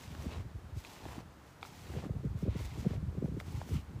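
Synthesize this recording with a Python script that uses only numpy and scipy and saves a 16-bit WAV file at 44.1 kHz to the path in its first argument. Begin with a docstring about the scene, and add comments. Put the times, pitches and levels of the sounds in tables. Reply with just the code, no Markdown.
"""Someone walks five steady steps through deep snow, over the faint rush of a forest.
From the start, each boot sinks with a hiss of powder, then packs the snow with a grainy crunch;
now and then it scrapes the wall of its hole, or a crust snaps. Light wind buffets the microphone
early on and eases after a second; from about two seconds its eddies come thicker and stronger."""
import sys
import numpy as np
from scipy import signal
from scipy.fft import rfft, irfft
from scipy.io import wavfile
from scipy.ndimage import uniform_filter1d

SR = 44100
rng = np.random.default_rng(int(sys.argv[2]) if len(sys.argv) > 2 else 0)


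def to_wav(sig):
    """Store sig (one row per channel, or 1-D mono) as 16-bit WAV at the path in sys.argv[1].

    Samples outside -1..1 are clipped; the rate is SR.
    """
    pcm = np.clip(np.atleast_2d(sig), -1, 1) * 32767
    pcm = np.round(pcm).astype(np.int16)
    wavfile.write(sys.argv[1], SR, pcm.T)  # frames by channels


N = 176400
TIME = np.arange(N) / SR


def from_db(db):
    return 10 ** (np.asarray(db) / 20)


def rms_one(x):
    return x / np.sqrt(np.mean(x ** 2) + 1e-20)


def noise(spectrum):
    """Noise coloured by rows of frequency and level; rms 1."""
    hz, db = np.transpose(spectrum)
    bins_hz = np.arange(N // 2 + 1) * SR / N
    gain = from_db(np.interp(np.log(bins_hz + 1), np.log(hz), db))
    return rms_one(irfft(rfft(rng.standard_normal(N)) * gain, N))


def wander(seconds):
    """A random drift that changes over about the given time; rms 1."""
    return rms_one(uniform_filter1d(rng.standard_normal(N), max(2, int(seconds * SR))))


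def ring(clicks, hz, t60_s):
    """A resonator: a unit click sets a sine of height 1 ringing."""
    decay = np.exp(-np.log(1000) / (t60_s * SR))
    angle = 2 * np.pi * hz / SR
    return signal.lfilter([0, np.sin(angle)], [1, -2 * decay * np.cos(angle), decay ** 2], clicks + 1e-18)


def gate(start_s, end_s, attack_s, release_s=0.015):
    """An envelope that opens around the start, holds, and dies after the end."""
    rise = .5 + .5 * np.tanh((TIME - start_s) / attack_s)
    return rise * np.exp(-np.maximum(TIME - end_s, 0) / release_s)


def swell(middle_s, length_s, level_db):
    """A bell-shaped fade in and out."""
    return from_db(level_db) * np.exp(-2 * ((TIME - middle_s) / length_s) ** 2)


# Dark tone of the forest bed: frequency_hz, level_db
FOREST_TONE = [(60, 5), (300, 3), (600, -1), (900, -0.5), (1400, -3.5), (2000, -9), (2800, -13),
               (5000, -17.5), (8000, -20.5), (9000, -23.5), (15500, -26.5)]


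def forest():
    """The faint, even rush of the forest far away."""
    return from_db(-58.5) * noise(FOREST_TONE)


def add_eddy(out, middle_s, db, hz, phase_turns, width_cycles=0.72, fall_per_cycle=0.3935):
    """Mixes in a short, low thump of wind on the microphone, falling in pitch."""
    reach_s = 4 * width_cycles / hz
    first, last = np.clip([int((middle_s - reach_s) * SR), int((middle_s + reach_s) * SR)], 0, N)
    cycles = (TIME[first:last] - middle_s) * hz
    envelope = from_db(db) * np.exp(-.5 * (cycles / width_cycles) ** 2)
    turns = phase_turns - np.exp(-fall_per_cycle * cycles) / fall_per_cycle
    out[first:last] += envelope * np.cos(2 * np.pi * turns)


# Level ride of the wind: time_s, level_db
WIND_RIDE = [(0, -55), (0.14, -50.5), (0.36, -48), (0.68, -59), (0.95, -72.5), (1.02, -52.5), (1.18, -54),
             (1.3, -59.5), (1.47, -64), (1.83, -57), (1.97, -46), (2.35, -48.5), (2.64, -49.5), (2.9, -46),
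             (3.3, -44), (3.43, -51.5), (3.67, -45.5), (3.77, -38.5), (3.87, -58.5), (3.95, -47.5)]
# Bass-heavy tone of its rumble: frequency_hz, level_db
RUMBLE_TONE = [(20, -40), (50, -3), (75, 8.5), (120, -7.5), (200, -7), (400, -26), (1500, -65)]


def wind(eddies_per_s=110, low_hz=75.7, high_hz=458, spread_db=5.5, tilt_db_per_octave=-5):
    """Air on the microphone: a low rumble with a stream of small eddies."""
    ride_db = np.interp(TIME, *np.transpose(WIND_RIDE))
    out = from_db(ride_db) * noise(RUMBLE_TONE)
    for when, size, pitch, phase in rng.random((int(eddies_per_s * N / SR), 4)):
        octaves = pitch * np.log2(high_hz / low_hz)
        size_db = spread_db * min(-np.log(size), 2) - 1.5
        db = ride_db[int(when * N)] + size_db + tilt_db_per_octave * (octaves - 1)
        add_eddy(out, when * N / SR, db, low_hz * 2 ** octaves, phase)
    return out


# Strong thumps of wind: time_s, peak_db, pitch_hz, flutter_relative_db
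WIND_BUFFETS = [(0.268, -30.5, 199, -11), (0.461, -36, 110, -17), (0.561, -33, 78, -27),
                (0.736, -37, 79.5, -29), (0.776, -31, 94, -21), (1.183, -36, 228, -27),
                (1.976, -33.5, 120, -9), (2.068, -37.5, 200, -6), (2.108, -26.5, 147, -10),
                (2.163, -30.5, 134, -18), (2.256, -26.5, 163.5, -15.5), (2.271, -31, 117, -13),
                (2.313, -32.5, 90, -33), (2.359, -28.5, 120, -44), (2.438, -24.5, 143, -12.5),
                (2.469, -28.5, 193, -7), (2.49, -24.5, 90, -9), (2.564, -29.5, 142, -11.5),
                (2.613, -31.5, 82, -12.5), (2.656, -33, 69.4, -34), (2.79, -29.5, 95, -17),
                (2.87, -18, 176, -13.5), (2.914, -30, 154, -14), (3.035, -32, 151, -24.5),
                (3.087, -33, 83.5, -33), (3.187, -28, 139, -15), (3.227, -28.5, 342, -28),
                (3.251, -27, 148, -10.5), (3.296, -34.5, 138, -5.5), (3.354, -33, 115, -17),
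                (3.381, -32, 160, -7.5), (3.548, -31.5, 107, -18), (3.587, -30, 104, -40),
                (3.721, -29.5, 111, -17)]


def buffets(flutters=4, lead_s=0.01304, flutter_low_hz=234, flutter_high_hz=434):
    """Each strong eddy hits the microphone just behind a quick flutter of weaker ones."""
    out = np.zeros(N)
    for time_s, peak_db, pitch_hz, flutter_db in WIND_BUFFETS:
        add_eddy(out, time_s, peak_db, pitch_hz, rng.random())
        for k, (early, pitch, phase) in enumerate(rng.random((flutters, 3))):
            flutter_s = time_s - lead_s * (k + early) / flutters
            flutter_hz = flutter_low_hz + pitch * (flutter_high_hz - flutter_low_hz)
            add_eddy(out, flutter_s, peak_db + flutter_db, flutter_hz, phase)
    return out


def friction(spectrum, clump_db=1.3, waver_db=1.1):
    """Countless crystals rubbing: a hiss that comes in tiny clumps and wavers as the snow slips; rms 1."""
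    hiss = noise(spectrum)
    flicker_db = clump_db * wander(seconds=0.0044) + waver_db * wander(seconds=0.03)
    return rms_one(hiss * from_db(flicker_db))


def crunch(grains_per_s, low_hz, high_hz, ring_cycles=6, spread_db=3.2, tilt_db_per_octave=-4):
    """Bonds in the snow break at random, each ringing a few cycles; rms 1."""
    sizes = from_db(spread_db * np.minimum(rng.exponential(1, N), 3)) * rng.choice([-1, 1], N)
    clicks = sizes * (rng.random(N) < grains_per_s / SR)
    pitches = np.geomspace(low_hz, high_hz, 16)
    pitch_index = rng.integers(0, len(pitches), N)
    out = 0
    for k, hz in enumerate(pitches):
        gain = from_db(tilt_db_per_octave * np.log2(hz / low_hz))
        out += gain * ring(clicks * (pitch_index == k), hz, ring_cycles / hz)
    return rms_one(out)


# Puffs of thrown powder: middle_s, length_s, level_db
POWDER_PUFFS = [(0.03, 0.072, -60.5), (0.24, .07, -59.5), (0.797, 0.049, -59), (0.94, 0.078, -61.5),
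                (1.11, 0.1, -61), (1.49, 0.071, -68.5), (1.67, 0.033, -57.5), (1.86, 0.23, -61),
                (2.255, 0.0081, -64), (2.415, 0.055, -62.5), (2.61, .07, -61.5), (2.652, 0.02, -54.5),
                (2.805, 0.044, -57.5), (3.265, 0.04, -67.5), (3.405, 0.014, -56.5), (3.5, 0.21, -64.5),
                (3.725, 0.11, -56.5)]
# Their bright, airy tone: frequency_hz, level_db
POWDER_TONE = [(500, -12), (2000, 10.5), (4000, 6.5), (6000, 7), (8000, 4.5), (8800, 0.5), (15500, -1)]


def powder():
    """Loose snow thrown by the boots hisses in short swells."""
    envelope = np.sqrt(sum(swell(*puff) ** 2 for puff in POWDER_PUFFS))
    return envelope * friction(POWDER_TONE)


# Scrapes of a boot: middle_s, length_s, level_db, rasp_pitch_hz
BOOT_SCUFFS = [(0.33, 0.063, -58.5, 2590), (1.99, 0.05, -58.5, 2780), (2.5, 0.14, -65, 2400),
               (2.588, 0.084, -58, 2050), (2.705, 0.066, -62.5, 2040), (2.915, 0.098, -66, 2080),
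               (3.753, 0.066, -56, 2960)]
# Their mid-range tone: frequency_hz, level_db
SCUFF_TONE = [(500, -8), (1000, 4), (1600, -4), (2100, -1.5), (3800, -3), (5000, -9.5), (15000, -28)]


def scuffs(rasp_db=-4.5):
    """The boot rubs the wall of its hole, with a rasp whose pitch differs from scrape to scrape."""
    rub = friction(SCUFF_TONE)
    out = 0
    for middle_s, length_s, level_db, pitch_hz in BOOT_SCUFFS:
        rasp = rms_one(ring(friction(SCUFF_TONE), pitch_hz, t60_s=0.01))
        out += swell(middle_s, length_s, level_db) * (rub + from_db(rasp_db) * rasp)
    return out


# Snaps of the crust: start_s, level_db, pitch_ratio (times the crust's modes)
CRUST_SNAPS = [(0.15, -45, 1.2), (0.849, -43, 2.9), (1.054, -38, .72), (1.111, -47, .7), (1.123, -43, .75),
               (1.131, -45, .72), (1.189, -43, .8), (1.629, -33, 1), (1.651, -41.5, 1), (1.86, -46, .7),
               (1.938, -43, .65), (3.258, -41, .62), (3.401, -37, 1.52), (3.411, -40.5, .6),
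               (3.615, -37.5, .65), (3.689, -43, .6)]
# Short, dry ring of the crust: pitch_hz, level_db, t60_s
CRUST_MODES = [(836, 3.5, 0.0057), (1340, -1.5, 0.006), (2300, -5, 0.0059), (3400, -6.5, 0.0037),
               (4730, -23, 0.005)]


def snaps(slip_s=0.00083, crumble_s=0.006, crumble_db=-30, muffle_db_per_octave=13, vary_db=3):
    """Crust gives way in two quick slips and a trail of crumbs; big pieces ring lower, muffled by snow."""
    mode_hz, mode_db, t60_s = np.transpose(CRUST_MODES)
    out = 0
    for start_s, level_db, pitch_ratio in CRUST_SNAPS:
        trail = (TIME > start_s) * np.exp(-np.abs(TIME - start_s) / crumble_s)
        breaks = from_db(crumble_db) * rng.standard_normal(N) * trail
        breaks[[int(start_s * SR), int((start_s + slip_s / pitch_ratio) * SR)]] = 1  # the two slips
        # The treble slope steepens with each octave the piece is pitched down.
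        muffle_db = muffle_db_per_octave * min(np.log2(pitch_ratio), 0) * np.log2(mode_hz / mode_hz[0])
        gains = from_db(level_db + mode_db + muffle_db + vary_db * rng.standard_normal(len(mode_hz)))
        for gain, hz, t60 in zip(gains, mode_hz * pitch_ratio, t60_s):
            out += gain * ring(breaks, hz, t60)
    return signal.sosfilt(signal.butter(2, (450, 4700), "band", fs=SR, output="sos"), out)


# Footfalls: start_s, weight_on_s, at_rest_s, sink_db, pack_db
FOOTFALLS = [(-0.08, 0.19, 0.41, -55.5, -52), (0.833, 1.046, 1.203, -55, -51),
             (1.611, 1.873, 2.065, -58, -51.5), (2.563, 2.803, 2.95, -55.5, -50.5),
             (3.462, 3.647, 3.63, -57, -49)]
# Hissy tone of the boot sinking: frequency_hz, level_db
SINK_TONE = [(200, 8), (600, 1), (900, 8.5), (1650, -12.5), (2050, -3.5), (4000, -4), (7800, -9),
             (8800, -14), (15500, -16)]
# Fuller, darker tone of the snow packing: frequency_hz, level_db
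PACK_TONE = [(200, 13), (400, 9), (900, 7.5), (1650, 1.5), (2700, 1), (4000, -4.5), (7800, -11),
             (8800, -16), (15500, -30)]


def footsteps(sink_fade_db_per_s=13.5):
    """Each boot slides down through the powder, scraping off grit; then the weight packs the snow."""
    sinking, packing = 0, 0
    for start_s, weight_on_s, at_rest_s, sink_db, pack_db in FOOTFALLS:
        fade_db = sink_fade_db_per_s * np.maximum(TIME - start_s, 0)
        sinking += gate(start_s, at_rest_s, attack_s=0.0067) * from_db(sink_db - fade_db)
        packing += gate(weight_on_s, at_rest_s, attack_s=0.068) * from_db(pack_db)
    grit = from_db(-7) * crunch(grains_per_s=260, low_hz=1840, high_hz=5370)
    squeeze = from_db(-5) * friction(PACK_TONE)
    grains = from_db(-0.5) * crunch(grains_per_s=170, low_hz=330, high_hz=2400)
    return sinking * (friction(SINK_TONE) + grit) + packing * (squeeze + grains)


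def scene():
    """The mono mix: the walk in the snow, the forest bed and the wind."""
    walk = footsteps() + scuffs() + powder() + snaps()
    return (walk + forest() + wind() + buffets())[None]


def record(dry, low_cut_hz=39.3, high_cut_hz=15500):
    """Rolls off the deep bass and cuts the very top steeply."""
    trimmed = signal.sosfilt(signal.butter(4, low_cut_hz, "high", fs=SR, output="sos"), dry)
    return signal.sosfilt(signal.ellip(12, .1, 70, high_cut_hz, fs=SR, output="sos"), trimmed)


dry = scene()
out = record(dry)
to_wav(out)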